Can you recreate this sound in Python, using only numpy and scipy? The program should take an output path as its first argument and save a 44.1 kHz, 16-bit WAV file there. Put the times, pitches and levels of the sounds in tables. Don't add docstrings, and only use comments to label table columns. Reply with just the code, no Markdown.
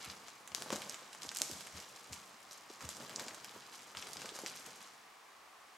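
import sys
import numpy as np
from scipy import signal
from scipy.fft import rfft, irfft
from scipy.io import wavfile

SR = 44100
rng = np.random.default_rng(int(sys.argv[2]) if len(sys.argv) > 2 else 0)


def pcm_store(signal):
    levels = np.round(np.clip(np.atleast_2d(signal), -1, 1) * 32767)
    wavfile.write(sys.argv[1], SR, levels.astype(np.int16).T)


N = 254739
TIME = np.arange(N) / SR


# start_s, level_db, pitch_hz, spread_octaves, left_over_right_db
CLAW_TICKS = [(.0407, -22.5, 3550, 0.42, 0), (.1001, -20.5, 2900, 0.38, 2), (.2838, -25.5, 3300, 1, 8),
              (.4765, -24, 6300, 0.88, -4.5), (.5191, -28, 3400, 0.48, 6), (.5488, -10.5, 5200, 0.7, 8.5),
                       (.6225, -17, 4260, 0.96, -1), (.7045, -15, 1520, 1.3, -2),
              (.7275, -17.5, 3660, 0.93, 9), (.732, -19, 4500, 1.1, 3), (.7599, -18, 4350, 0.59, 5),
              (.82, -19.5, 3100, 0.78, -3), (.8965, -16.5, 6560, 0.43, -5), (.9443, -20, 4030, 0.85, 0),
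              (1.131, -25, 6200, 0.64, -2), (1.1495, -24.5, 2940, 0.83, 1),
              (1.2915, -15.5, 4470, 0.34, -1.5), (1.3167, -20.5, 4330, 0.77, -1),
              (1.3491, -20.5, 6400, 0.78, -9), (1.3614, -17.5, 5700, 0.79, 4),
              (1.3707, -14, 7000, 0.82, -5), (1.3867, -16, 7100, 0.34, -2), (1.4009, -24, 6100, 0.79, -10),
              (1.4186, -4, 5560, 0.66, -2), (1.514, -19, 5550, .8, -1), (1.6087, -23, 4800, 1.2, -6),
              (1.6707, -23.5, 4200, 0.81, -1), (1.8017, -25, 5770, 0.76, -5), (2.1257, -28, 5440, 1.1, -8),
              (2.1312, -19, 5200, 0.55, 1), (2.5114, -25.5, 5330, 1.1, -1), (2.8079, -24, 2880, 0.87, 1),
              (2.8522, -25.5, 5500, 0.73, 0), (2.8908, -16.5, 5470, 0.91, -3),
              (2.9689, -24.5, 5160, 0.95, -5), (3.0957, -23.5, 3700, .8, 0),
              (3.1609, -13.5, 5800, 0.15, -3), (3.1967, -18, 3160, 0.71, 2), (3.2831, -19, 3760, 0.75, 2),
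              (3.3084, -26, 2480, 0.39, 3), (3.3462, -24.5, 4070, 0.76, -5), (3.4458, -20.5, 4400, 0.7, 1),
              (3.9503, -22, 2320, 0.72, -1), (3.9712, -18, 3440, 0.44, 3), (4.0258, -20.5, 3300, 0.41, 5),
              (4.0702, -23, 3320, 0.67, 1), (4.1331, -21.5, 5500, 0.78, -9), (4.17, -19.5, 4300, 0.63, 2),
              (4.2185, -20, 3000, 0.99, 3), (4.2583, -20, 4740, 0.89, 0), (4.2915, -21, 4200, 0.44, -3),
              (4.3894, -19.5, 4370, 1.2, 2.5), (4.4625, -15, 3570, .55, 2), (4.469, -21.5, 4500, .8, 3),
              (4.5619, -27, 4200, 0.74, -3), (4.6638, -24.5, 4000, 1.1, 2), (4.827, -37, 5000, 0.71, 7)]

def ticks(clean_db=-19, lead_in_share=0.25, crunch=0.71, split=0.71, spot_count=4):
    spots = np.zeros((spot_count, 2, N))
    for k, (start_s, db, hz, octaves, pan_db) in enumerate(CLAW_TICKS + light_ticks()):
        looseness = np.clip(gain_of(1.3 * (clean_db - db)), 0.25, 1.2)
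        lead_in = chatter(t60_s=0.013, share=lead_in_share * looseness)[:0:-1]
        contacts = np.concatenate([lead_in, chatter(t60_s=0.064, share=crunch * looseness)])
        slips = chatter(t60_s=0.0018, share=split * looseness, size=256)
        contact = np.convolve(ping(hz, max(octaves, 0.25)), slips)
        tick = signal.fftconvolve(contact, contacts)
        tick /= np.linalg.norm(tick)
        gains = gain_of(db + np.array([[pan_db], [-pan_db]]) / 2)
        add(spots[k % spot_count], start_s - len(lead_in) / SR - 0.0001, gains * tick)
    return sum(room(spot, wet_db=-6.5, build_s=0.00071, early=1.0, early_s=0.016) for spot in spots)


def light_ticks(over_shaking_db=20.5, vary_db=2, centre_hz=5000, vary_octaves=0.55, pan_db=4, count=64):
    level, _ = shaking()
    shares = (np.arange(count) + rng.random(count)) / count
    starts = np.searchsorted(np.cumsum(level) / level.sum(), shares).clip(0, N - 1)
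    rows = []
    for i, (force, pitch, side) in zip(starts, rng.standard_normal((count, 3))):
        db = 20 * np.log10(level[i]) + over_shaking_db + vary_db * force
        rows.append((i / SR, db, centre_hz * 2 ** (vary_octaves * pitch), 1.0, pan_db * side))
    return rows


# frequency_hz, gain_db
TINSEL_TONE = [(300, -4), (900, -4), (1800, -8), (3300, -2), (5000, -0.5), (8000, -4), (9500, -4.5),
               (11800, -2.5), (15500, -9)]

def tinsel_rustle(level_db=-0.5, tilt_per_octave=0.22, swish=0.4, scatter=0.32):
    grains, power = np.zeros((2, N)), 0
    level, bright_db = shaking()
    for hz in np.geomspace(1400, 10000, 10):
        snaps = crackle(per_s=150, spread_db=3.5) + swish * rng.standard_normal(N)
        side = scatter * snaps * rng.standard_normal(N)
        pair = np.array([snaps + side, snaps - side])
        weight = gain_of(tilt_per_octave * bright_db * np.log2(hz / 4500)) * (hz / 4500) ** 0.081
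        grains += weight * signal.oaconvolve(pair, ping(hz, octaves=0.37)[None], axes=1)[:, :N]
        power += weight ** 2
    rustle = unit_rms(coloured(grains / np.sqrt(power), TINSEL_TONE))
    return room(rustle * level * gain_of(level_db), wet_db=-6.5)


# start_s, level_db, settle_s, brightness_db
WAND_FLICKS = [(0, -48.5, .14, -12), (.262, -56, .05, -6), (.548, -51, .17, -5), (0.711, -45, 0.074, 0),
               (0.821, -54, .05, 8), (0.884, -52.5, .11, -15), (1.213, -47, .06, 4),
               (1.345, -50.5, .22, -1), (1.752, -49.5, .07, 1), (1.946, -55.5, .06, 4),
               (2.035, -59, .04, 3), (2.117, -52, 0.065, -1), (2.51, -55, .07, 5), (2.69, -56.5, .07, -3),
               (2.805, -49, .05, -7), (2.889, -49.5, .06, 3), (2.993, -51, .06, -1),
               (3.089, -50, 0.043, -18), (3.185, -48, .08, -3), (3.461, -58.5, .15, -30),
               (3.718, -53, .09, -1), (3.96, -50, .17, -3), (4.189, -51.5, .12, -1), (4.336, -48.5, .07, 3),
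               (4.455, -47, .08, -1), (4.55, -55.5, .12, 7), (4.645, -55, .06, 3), (4.8, -55, .09, -9)]

def shaking(rise_s=0.011, sway_db=-62, sway_bright_db=-1):
    power = gain_of(sway_db + liveliness_db()) ** 2
    brightness = sway_bright_db * power
    for start_s, db, settle_s, bright_db in WAND_FLICKS:
        t = np.maximum(TIME - start_s, 0)
        flick = gain_of(db) * np.minimum(t / rise_s, 1) * np.exp(-np.maximum(t - rise_s, 0) / settle_s)
        power += flick ** 2
        brightness += bright_db * flick ** 2
    return np.sqrt(power), brightness / power


# time_s, level_db
LIVELINESS = [(0, -1.5), (.4, -5), (.8, -0.5), (1.1, -2), (1.6, 1.5), (2.3, -1.5), (2.75, -2.5), (3.35, 3),
              (3.85, 0.5), (4.3, 3), (4.8, 0), (5.15, -12.5), (5.45, -15), (5.78, -9)]

def liveliness_db():
    return np.interp(TIME, *np.transpose(LIVELINESS))


# start_s, level_db, pitch_hz
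PAW_KNOCKS = [(0.519, -40.5, 900), (.580, -39, 700), (.616, -41.5, 400), (.661, -35.5, 597),
              (.7044, -32, 880), (.727, -26.5, 430), (.7329, -28.5, 700), (0.756, -32.5, 477),
              (1.021, -44, 540), (1.25, -36, 556), (1.411, -35.5, 566), (1.498, -37.5, 450),
              (2.099, -46, 540), (2.702, -39, 477), (3.002, -39.5, 406), (3.026, -40, 550),
              (3.182, -36.5, 560), (3.215, -39, 560), (3.283, -47, 400), (4.159, -40, 700),
              (4.245, -37.5, 600), (4.32, -39, 480), (4.358, -38, 670), (4.436, -34.5, 437)]
# frequency_hz, gain_db
BOARD_TONE = [(60, -15), (140, -6.5), (210, 5.5), (310, -0.5), (410, -1.5), (540, -0.5), (700, -6),
              (1000, 0.5), (2000, 1), (5000, -17)]

def paw_knocks(level_db=-2.5):
    blows = np.zeros((2, N))
    for start_s, db, hz in PAW_KNOCKS:
        blow = np.convolve(ping(hz, octaves=0.53), chatter(t60_s=0.034, share=0.88))
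        add(blows, start_s, gain_of(level_db + db) * blow / abs(blow).max())
    return room(coloured(blows, BOARD_TONE), wet_db=-6, width=0.11, early=0.68)


# start_s, level_db, contact_s
PAW_STEPS = [(.060, -52, .008), (0.5, -60, 0.0067), (0.729, -51.5, 0.0015), (1.25, -58, 0.0055),
             (1.505, -49, 0.003), (1.728, -53, 0.017), (2.094, -48.5, 0.0071), (2.829, -45.5, 0.0084),
             (3.953, -56.5, 0.0054), (4.143, -59, 0.0029)]
# pitch_hz, level_db, t60_s
FLOOR_MODES = [(79, -1.5, 0.2), (99, -1, 0.11), (129.4, 1.5, 0.1), (159.3, -4.5, 0.47), (188, -8, 0.54),
               (216.5, -11, 0.62), (271.5, -5.5, 0.27)]

def paw_steps(level_db=2, low_cut_hz=69):
    thumps = np.zeros((2, N))
    t = np.arange(SR // 2) / SR
    ring = sum((-1) ** k * gain_of(db - 60 * t / t60_s) * np.sin(2 * np.pi * hz * t)
               for k, (hz, db, t60_s) in enumerate(FLOOR_MODES))
    ring = signal.sosfilt(signal.butter(5, low_cut_hz, "high", fs=SR, output="sos"), ring)
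    for start_s, db, contact_s in PAW_STEPS:
        push = (t / contact_s) ** 2 * np.exp(-6 * t / contact_s)
        thump = signal.fftconvolve(np.gradient(push), ring)[:len(t)]
        add(thumps, start_s, gain_of(level_db + db) * thump / abs(thump).max())
    return room(thumps, wet_db=-3.5, width=0.089)


# peak_s, level_db, release_s
PAW_STROKES = [(.09, -56.5, 0.2), (.615, -51, 0.12), (.738, -45.5, 0.064), (.87, -53.5, .1),
               (1.24, -56, 0.12), (1.42, -49, 0.033), (1.52, -57, 0.19), (1.77, -52, 0.047),
               (2.13, -58.5, 0.079), (2.84, -52.5, .09), (3.02, -51, 0.11), (3.11, -55, 0.039),
               (3.21, -48.5, 0.14), (3.559, -52.5, 0.028), (4.06, -55, 0.1), (4.225, -54.5, 0.34),
               (4.45, -50.5, 0.023), (4.67, -55, 0.043)]
# frequency_hz, gain_db
PAD_TONE = [(60, -15.5), (140, 0.5), (250, -0.5), (550, 2.5), (900, -2.5), (1500, -7), (2500, -16),
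            (6000, -20.5)]

def paw_scuffs(level_db=-2.5, shuffle_db=-64, build_share=0.53, smooth=0.56, body=0.36):
    slips = crackle(per_s=350, spread_db=1.0) + smooth * rng.standard_normal(N)
    boards = [(hz, body * db) for hz, db in BOARD_TONE]
    grains = coloured(coloured(slips, PAD_TONE), boards)
    power = gain_of(shuffle_db + liveliness_db()) ** 2
    for peak_s, db, release_s in PAW_STROKES:
        age = (TIME - peak_s) / release_s
        power += (gain_of(db) * np.exp(-np.maximum(age, -age / build_share))) ** 2
    rub = unit_rms(grains) * np.sqrt(power) * gain_of(level_db)
    return room(np.array([rub, rub]), wet_db=-15, width=0.36)


# frequency_hz, t60_s
ROOM_DECAY = [(100, 0.9), (400, -0.07), (1500, 3.2), (5000, 1.23), (8000, 0.95), (14000, 0.74)]
# frequency_hz, gain_db
ROOM_TONE = [(100, -1), (500, 4), (2000, -2), (5000, 0), (8000, 2.5), (13000, 2.5)]

def room(x, wet_db, width=0.47, build_s=0.00074, early=9.8, early_s=0.0063):
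    t = np.arange(SR * 3 // 4) / SR
    echoes = rng.standard_normal((2, len(t))) * (rng.random((2, len(t))) < 1 / 8)
    echoes *= (1 - np.exp(-(t / build_s) ** 2)) * (1 + early * np.exp(-t / early_s))
    hz, delay_s, bands = signal.stft(echoes, SR, nperseg=256)
    bands *= gain_of(at_hz(ROOM_TONE, hz)[:, None] - 60 * delay_s / at_hz(ROOM_DECAY, hz)[:, None])
    tail = signal.istft(bands, SR, nperseg=256)[1]
    tail /= np.linalg.norm(tail[0])
    mid, side = signal.fftconvolve(x.mean(0)[None], tail, axes=1)[:, :N]
    return x + gain_of(wet_db) * np.array([mid + width * side, mid - width * side])


# frequency_hz, gain_db
HISS_TONE = [(25, -41), (50, -34), (70, -19.5), (120, -26.5), (220, -19), (400, -11.5), (600, -10.5),
             (780, -4.5), (950, -6), (1130, -2), (1400, -9), (2000, -9.5), (3200, -15), (8000, -21.5),
             (15500, -32)]
# frequency_hz, correlation
HISS_LIKENESS = [(100, 0.8), (400, 0.42), (1100, 0.73), (3000, 0.47), (12000, 0.93)]

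def hiss(level_db=-59):
    left, unrelated = rfft(rng.standard_normal((2, N)))
    likeness = at_hz(HISS_LIKENESS, np.fft.rfftfreq(N, 1 / SR))
    right = likeness * left + np.sqrt(1 - likeness ** 2) * unrelated
    pair = irfft(np.array([left, right]), N)
    return gain_of(level_db) * unit_rms(coloured(pair, HISS_TONE))


# frequency_hz, gain_db
MIC_RESPONSE = [(30, -21), (150, -2), (600, 4), (2400, -1.5), (3700, -2), (5100, 1), (6500, 3), (8100, 2.5),
                (9600, -2), (12000, 0), (15500, -15)]

def ping(hz, octaves, skirt=0.52, size=1024):
    f = np.fft.rfftfreq(size, 1 / SR) + 1
    detune = np.log2(f / hz) / (2 * octaves)
    log_gain = np.maximum(-detune ** 2 / np.hypot(1, skirt * detune) - 0.5 * np.log(f / hz), -6)
    cepstrum = irfft(log_gain + np.log(gain_of(at_hz(MIC_RESPONSE, f))))
    cepstrum[1:size // 2] *= 2
    cepstrum[size // 2 + 1:] = 0
    wave = irfft(np.exp(rfft(cepstrum)))
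    return wave / np.linalg.norm(wave)


def chatter(t60_s, share, size=2048):
    contacts = rng.standard_normal(size) * gain_of(-60 * np.arange(size) / SR / t60_s)
    contacts *= share / np.linalg.norm(contacts)
    contacts[0] = 1
    return contacts


def crackle(per_s, spread_db):
    sizes = gain_of(spread_db * np.minimum(rng.exponential(1, N), 4))
    signs = rng.choice([-1, 1], N)
    return unit_rms(sizes * signs * (rng.random(N) < per_s / SR))


def gain_of(db):
    return 10 ** (np.asarray(db) / 20)


def unit_rms(x):
    return x / np.sqrt(np.mean(x ** 2) + 1e-20)


def at_hz(points, hz):
    f, value = np.transpose(points)
    return np.interp(np.log(hz + 1), np.log(f + 1), value)


def coloured(x, tone):
    hz = np.fft.rfftfreq(x.shape[-1], 1 / SR)
    return irfft(rfft(x) * gain_of(at_hz(tone, hz)), x.shape[-1])


def add(mix, start_s, sound):
    part = mix[..., max(round(start_s * SR), 0):][..., :sound.shape[-1]]
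    part += sound[..., :part.shape[-1]]


def scene():
    return ticks() + paw_knocks() + paw_steps() + tinsel_rustle() + paw_scuffs() + hiss()


def record(dry):
    lowpass = signal.firwin(511, 15900, window=("kaiser", 9), fs=SR)
    return signal.oaconvolve(dry, lowpass[None], "same")


dry = scene()
out = record(dry)
pcm_store(out)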